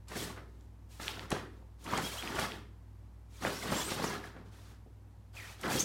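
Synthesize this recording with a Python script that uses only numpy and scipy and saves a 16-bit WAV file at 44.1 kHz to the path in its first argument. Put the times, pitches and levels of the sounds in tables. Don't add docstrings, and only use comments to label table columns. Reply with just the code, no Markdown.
import sys
import numpy as np
from scipy import signal
from scipy.fft import rfft, irfft, next_fast_len
from scipy.io import wavfile
from scipy.ndimage import map_coordinates

SR = 44100
rng = np.random.default_rng(int(sys.argv[2]) if len(sys.argv) > 2 else 0)


def generate_wav(signal):
    frames = np.transpose(np.atleast_2d(signal))
    scaled = np.clip(frames, -1, 1) * 32767
    pcm = np.round(scaled).astype(np.int16)
    wavfile.write(sys.argv[1], SR, pcm)


N = 257544
TIME = np.arange(N) / SR
CUTOFF_HZ = 15900


def from_db(db):
    return 10 ** (np.asarray(db) / 20)


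def rms_one(x):
    return x / np.sqrt(np.mean(x ** 2) + 1e-20)


def at_hz(points, hz):
    table_hz, value = np.transpose(points)
    return np.interp(np.log(np.maximum(hz, 1)), np.log(table_hz), value)


def band(x, edges_hz, kind, order=2):
    edges_hz = np.clip(edges_hz, 10, SR / 2 - 1000)
    sos = signal.butter(order, edges_hz, kind, fs=SR, output="sos")
    return signal.sosfilt(sos, x + 1e-18)


def coloured(x, spectrum):
    size = next_fast_len(len(x), True)
    weight = from_db(at_hz(spectrum, np.fft.rfftfreq(size, 1 / SR)))
    return rms_one(irfft(rfft(x, size) * weight, size)[:len(x)])


def drift(rate):
    knots = rng.standard_normal(8000)
    return rms_one(map_coordinates(knots, [TIME * rate], order=3, mode="wrap"))


def burst(t60, rise):
    age = TIME[:SR // 4]
    return (1 - np.exp(-age / rise)) * np.exp(-np.log(1000) * age / t60)


def add(out, s, sound):
    start = int(np.clip(s * SR, 0, N - 1))
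    out[start:start + len(sound)] += sound[:N - start]


# frequency in Hz, relative level in dB per Hz.
HUSH_SPECTRUM = [(15, -30), (25, -16), (66, -12.5), (102, -3), (126, -12), (157, -14), (299, -17.5),
                 (392, -24), (637, -28.5), (905, -26.5), (1360, -34.5), (1730, -36), (2810, -42),
                 (14600, -50.5), (15800, -57)]
# time in seconds, rms level in dB before it wavers.
MOTOR_LEVEL = [(0, -54), (0.9, -53), (1.7, -53.5), (3.1, -53), (4.1, -54.5), (4.6, -55.5), (5.84, -57.5)]
MOTOR_HZ, MOTOR_WAVER_HZ, MOTOR_WAVER_DB, MOTOR_WAVERS_PER_S = 59.7, 0.26, 0.5, 7
MAINS_HZ, MAINS_DB = 99.8, -56.5
HUSH_DB = -65


def background():
    motor_hz = MOTOR_HZ + MOTOR_WAVER_HZ * drift(MOTOR_WAVERS_PER_S)
    motor_db = np.interp(TIME, *np.transpose(MOTOR_LEVEL)) + MOTOR_WAVER_DB * drift(MOTOR_WAVERS_PER_S)
    motor = from_db(motor_db) * np.sin(2 * np.pi * np.cumsum(motor_hz) / SR)
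    mains = from_db(MAINS_DB) * np.sin(2 * np.pi * MAINS_HZ * TIME)
    hush = band(coloured(rng.standard_normal(N), HUSH_SPECTRUM), 28, "high")
    hush = hush / np.std(band(hush, 168, "high", order=4))
    return np.sqrt(2) * (motor + mains) + from_db(HUSH_DB) * hush


# frequency in Hz, width in Hz, level in dB beside the direct sound.
ROOM_MODES = [(165, 11, -12), (222, 28, -7), (354, 11, -12.5), (404, 34, -4), (522, 8.6, 3),
              (1134, 43, -21)]
# frequency in Hz, time to fall by 60 dB in seconds.
ROOM_T60 = [(100, 0.11), (260, 0.62), (700, 0.32), (1840, 0.49), (4850, 0.31), (14000, 0.43)]


def room(x, wet_db):
    modes = 0
    for hz, width, db in ROOM_MODES:
        modes = modes + from_db(db) * band(x, [hz - width / 2, hz + width / 2], "band", order=1)
    x = x + modes
    age = TIME[:SR]
    edges, tail = np.geomspace(60, 16000, 9), 0
    for low, high in zip(edges, edges[1:]):
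        decay = np.exp(-np.log(1000) * age / at_hz(ROOM_T60, np.sqrt(low * high)))
        tail = tail + band(rng.standard_normal(SR), [low, high], "band") * decay
    tail = tail * np.minimum(age / 0.009, 1)
    tail = tail / np.sqrt(np.sum(tail ** 2))
    return x + from_db(wet_db) * signal.fftconvolve(x, tail)[:N]


# start in seconds, envelope peak in dB, pitch in Hz, cycles up to the peak.
TICKS = [(1.081, -16.5, 3050, 0.68), (1.118, -31, 3550, 0.62), (1.1945, -25.5, 2840, 0.42),
         (1.866, -34, 2630, 1.1), (1.936, -22.5, 1050, 1.3), (2.2254, -25.5, 2320, 0.66),
         (2.2754, -27, 2580, 1.2), (2.52, -27.5, 3000, 0.93), (3.449, -26.5, 600, 1.05),
         (3.4498, -22.5, 1800, 1.1), (3.469, -22, 1220, 0.32), (4.0414, -24, 1140, 0.94),
         (4.241, -36, 1810, 1.4), (4.365, -55, 1700, .8)]


def ticks():
    out = np.zeros(N)
    for s, db, hz, cycles in TICKS:
        turns = TIME[:SR // 20] * hz
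        swing = turns / cycles
        envelope = (swing * np.exp(1 - swing)) ** 2
        add(out, s, from_db(db) * envelope * np.sin(2 * np.pi * turns))
    return out


# start in seconds, length in seconds, first pitch in Hz,
# pitch it settles towards in Hz, settling time in seconds, level in dB before the grip flutters,
# jitter as a share of the speed.
ZIPS = [(2.033, 0.051, 3100, 3320, 0.014, -45, .014), (2.088, 0.04, 3200, 3100, 0.009, -49, 0.018),
        (2.178, 0.034, 2500, 3360, 0.0064, -43.5, .017), (3.499, 0.12, 3400, 5600, 0.023, -52.5, 0.05),
        (3.619, 0.02, 2220, 2030, .006, -43, .012), (3.744, .08, 4400, 7530, 0.0039, -44.5, 0.022),
        (3.812, 0.1, 4970, 8690, 0.023, -43.5, 0.011), (4.015, 0.056, 3056, 5750, 0.021, -47, .07),
        (4.039, 0.065, 7800, 4630, .04, -46.5, 0.082), (5.363, .06, 2650, 1996, 0.041, -46.5, 0.08),
        (5.39, 0.095, 2040, 1880, .02, -49.5, 0.12), (5.467, .06, 1920, 2750, 0.019, -57.5, 0.063),
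        (5.648, 0.086, 2062, 747, 0.021, -38.5, 0.2), (5.694, 0.055, 2700, 6050, 0.037, -48, 0.13),
        (5.779, .06, 5200, 9530, .055, -35.5, 0.13), (5.8, .012, 6150, 6840, 0.011, -30, .03)]
ZIP_ATTACK, ZIP_RELEASE = 0.12, 0.36


def zips(flutter_db, overtone_db):
    out, uneven = np.zeros(N), drift(2500)
    for s, length, first_hz, last_hz, settle, db, jitter in ZIPS:
        inside = (TIME >= s) & (TIME < s + length)
        age = TIME[inside] - s
        hz = last_hz + (first_hz - last_hz) * np.exp(-age / settle)
        attack = np.minimum(age / length / ZIP_ATTACK, 1)
        release = np.minimum((1 - age / length) / ZIP_RELEASE, 1)
        phase = 2 * np.pi * np.cumsum(hz * (1 + jitter * uneven[inside])) / SR
        tone = np.sin(phase) + from_db(overtone_db) * np.sin(2 * phase)
        out[inside] += from_db(db) * attack * release * tone
    return out * from_db(flutter_db * drift(220))


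# start in seconds, level in dB before the envelope,
# pitch around which the band lies in Hz, time to fall by 60 dB in seconds.
SNAGS = [(0.082, -49, 6840, 0.06), (0.361, -55, 8000, .015), (0.609, -58, 5500, .012),
         (1.021, -41, 8000, .01), (1.03, -36, 5500, .015), (1.304, -31, 7500, 0.015),
         (1.315, -40, 6040, 0.06), (1.840, -50, 7500, 0.096), (1.975, -28, 5800, 0.019),
         (2.355, -37, 5000, 0.031), (2.395, -31, 7040, 0.018), (3.470, -36, 6900, 0.0056),
         (3.624, -46, 7000, 0.053), (3.716, -36, 5970, 0.022), (3.902, -35, 4460, 0.13),
         (4.042, -37, 6000, .025), (4.255, -51, 8500, 0.016), (4.275, -48, 5000, 0.011),
         (5.612, -42.5, 9000, 0.024), (5.634, -32.5, 2400, 0.018)]


def snags():
    out = np.zeros(N)
    for s, db, hz, t60 in SNAGS:
        shape = burst(t60, rise=0.0009)
        fibres = band(rng.laplace(size=len(shape)), [hz / 1.9, hz * 1.4], "band")
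        add(out, s, from_db(db) * shape * rms_one(fibres))
    return out


# start in seconds, level in dB before the envelope, upper edge in Hz.
FLAPS = [(0.116, -35, 2280), (0.156, -36.5, 450), (0.375, -41.5, 2040), (0.997, -37.5, 2100),
         (1.316, -24.5, 3900), (1.324, -25, 600), (1.622, -52.5, 696), (1.930, -27.5, 1410),
         (1.976, -26, 2330), (2.387, -26.5, 2770), (2.425, -32, 377), (3.449, -26.5, 1900),
         (3.469, -29, 1610), (3.720, -24.5, 990), (3.917, -28, 1700), (4.040, -30, 1650),
         (4.239, -52, 2240), (4.363, -42.5, 1790), (4.861, -49.5, 500), (5.638, -34, 1700),
         (5.75, -29.5, 630)]
# frequency in Hz, relative level in dB per Hz.
FLAP_SPECTRUM = [(30, -46), (70, 1), (140, 4.5), (400, -1), (800, 0), (1400, -1.5), (4000, -6.5),
                 (15000, 7)]
FLAP_T60_S, FLAP_DARK_LASTS = 0.052, 0.27


def flaps():
    out = np.zeros(N)
    for s, db, hz in FLAPS:
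        khz = hz / 1000
        shape = burst(FLAP_T60_S / khz ** FLAP_DARK_LASTS, rise=0.0016)
        air = band(coloured(rng.standard_normal(len(shape)), FLAP_SPECTRUM), hz, "low", order=3)
        add(out, s, from_db(db) * shape * rms_one(air))
    return out


def grains(per_s, spread_db):
    sizes = from_db(spread_db * np.minimum(rng.exponential(1, N), 4))
    happens = rng.random(N) < per_s / SR
    return rms_one(sizes * rng.standard_normal(N) * happens)


def friction(gain, per_s, spread_db, flutter_db, grainy_above_db):
    share = gain / (gain + from_db(grainy_above_db))
    clumps = rms_one(grains(per_s, spread_db) * from_db(flutter_db * drift(130)))
    return np.sqrt(share) * clumps + np.sqrt(1 - share) * rng.standard_normal(N)


def slips(low_hz, high_hz, length_s, glide, count):
    when, pitch, slope, size = rng.random((count, 4)).T[:, :, None]
    age = TIME[:int(length_s * SR)]
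    start_hz = low_hz + pitch * (min(high_hz, CUTOFF_HZ) - low_hz)
    hz = start_hz * (1 + glide * (2 * slope - 1) * age / length_s)
    chirps = size ** 2 * np.hanning(len(age)) * np.sin(2 * np.pi * np.cumsum(hz, axis=1) / SR)
    places = (when * N).astype(int) + np.arange(len(age))
    return rms_one(np.bincount(places.ravel(), chirps.ravel(), N)[:N])


# start in seconds, attack in seconds, hold in seconds,
# level in dB before trims, trim of the whole sheet's billow in dB,
# brightness in dB (a trim of the weave and nap, scaled by each one's share).
TUGS = [(0.068, 0.07, 0.034, -50.5, 1.5, -6.5), (0.142, 0.024, 0.071, -47.5, 4, 1.5),
        (0.257, 0.018, 0.03, -52, -6, -9.5), (0.356, 0.014, 0.016, -54, 0, -26),
        (0.463, 0.023, 0.16, -80.5, 15.5, -1), (0.884, 0.036, 0.086, -68.5, -4, 6.5),
        (0.991, 0.027, 0.081, -48, -4.5, -4), (1.108, 0.031, 0.095, -51.5, -1, -14),
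        (1.294, .02, 0.06, -43, -2, -20), (1.515, 0.017, 0.056, -71, 9, -12.5),
        (1.777, 0.05, 0.036, -68, 7, 5), (1.834, 0.12, 0.032, -37, -1.5, -17),
        (1.993, 0.04, 0.048, -50.5, -4, 5), (2.089, 0.046, 0.07, -49, -16, -1),
        (2.214, 0.028, 0.13, -44.5, 1, -12.5), (2.336, 0.073, 0.029, -37.5, -7.5, -11),
        (2.486, 0.028, 0.044, -52.5, 2, -13.5), (3.282, 0.089, 0.056, -64.5, 1, 1.5),
        (3.403, 0.033, 0.062, -42, 1.5, -8.5), (3.495, 0.04, 0.12, -52.5, -9, 2),
        (3.605, 0.057, 0.068, -41.5, 1.5, -15), (3.691, 0.052, 0.078, -42, -2, -2),
        (3.832, 0.055, 0.055, -46.5, 1.5, 0), (3.953, 0.029, 0.061, -42.5, 1.5, -12.5),
        (4.016, .015, 0.046, -46, 1.5, -6.5), (4.077, 0.023, 0.044, -42.5, -2.5, -14),
        (4.208, 0.033, 0.028, -52.5, -3, -14.5), (4.325, 0.031, 0.048, -59.5, 6, -26),
        (4.437, 0.027, .02, -68, 5, -10), (4.506, 0.023, 0.19, -65, -0.5, -5),
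        (5.325, 0.039, 0.16, -57.5, -8.5, -1.5), (5.568, 0.071, .02, -52.5, 0, -5),
        (5.624, 0.028, 0.093, -40, 1.5, -19.5), (5.676, 0.044, 0.084, -46, 4, 6.5)]


def tug_gain(trims_db, release_db_per_s):
    power = 0
    for (s, attack, hold, db, _, _), trim_db in zip(TUGS, trims_db):
        swell = np.clip((TIME - s) / attack, 0, 1)
        released = np.maximum(TIME - s - attack - hold, 0)
        power = power + (swell * from_db(db + trim_db - release_db_per_s * released)) ** 2
    return np.sqrt(power)


# lower edge in Hz, upper edge in Hz, grains per second, size spread in dB, clumping in dB,
# level of the slips beside the grit in dB before pressure, gain in dB, share of the tug's brightness,
# release in dB per second.
TEXTURES = [(61, 536, 900, 1, -0.8, -4, -3, 0, 117), (552.6, 2080, 1300, 1, 1, -2, -0.87, 0, 160),
            (2115, 6000, 4500, 0, 1.5, -3.5, 0, 0.52, 169),
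            (5930, 16200, 12000, 0.5, 2.5, -8.5, -1.1, 0.78, 224)]
# frequency in Hz, relative level in dB per Hz.
CLOTH_SPECTRUM = [(41, -45), (70, 4), (80, -20), (103, -4), (126, -0.5), (181, -0.5), (313, 0), (410, -2),
                  (551, -8.5), (1190, -9), (2690, -13), (3310, -11.5), (4240, -13.5), (11500, -24.5),
                  (15800, -28.5)]


def rustle():
    out = 0
    *_, billow_db, bright_db = np.transpose(TUGS)
    for k, texture in enumerate(TEXTURES):
        low, high, per_s, spread_db, flutter_db, slip_db, gain_db, bright_share, release = texture
        trims_db = billow_db if k == 0 else bright_share * bright_db
        gain = tug_gain(trims_db, release)
        grit = friction(gain, per_s, spread_db, flutter_db, grainy_above_db=-47.0)
        grit = rms_one(band(grit, [low, high], "band", order=3))
        pressed = np.sqrt(gain / (gain + from_db(-67)))
        chirps = slips(low, high, length_s=0.016, glide=0.108, count=1800)
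        squeaks = pressed * from_db(slip_db) * chirps
        out = out + from_db(gain_db) * gain * coloured(grit + squeaks, CLOTH_SPECTRUM)
    return out


def scene():
    cloth = room(rustle(), wet_db=-13.5)
    blows = room(flaps() + snags(), wet_db=-7.0)
    claws = room(ticks() + zips(flutter_db=3.5, overtone_db=-16), wet_db=-7)
    return np.tile(cloth + blows + claws + background(), (2, 1))


def record(dry):
    return signal.sosfilt(signal.ellip(12, 0.1, 80, CUTOFF_HZ, fs=SR, output="sos"), dry)


dry = scene()
out = record(dry)
generate_wav(out)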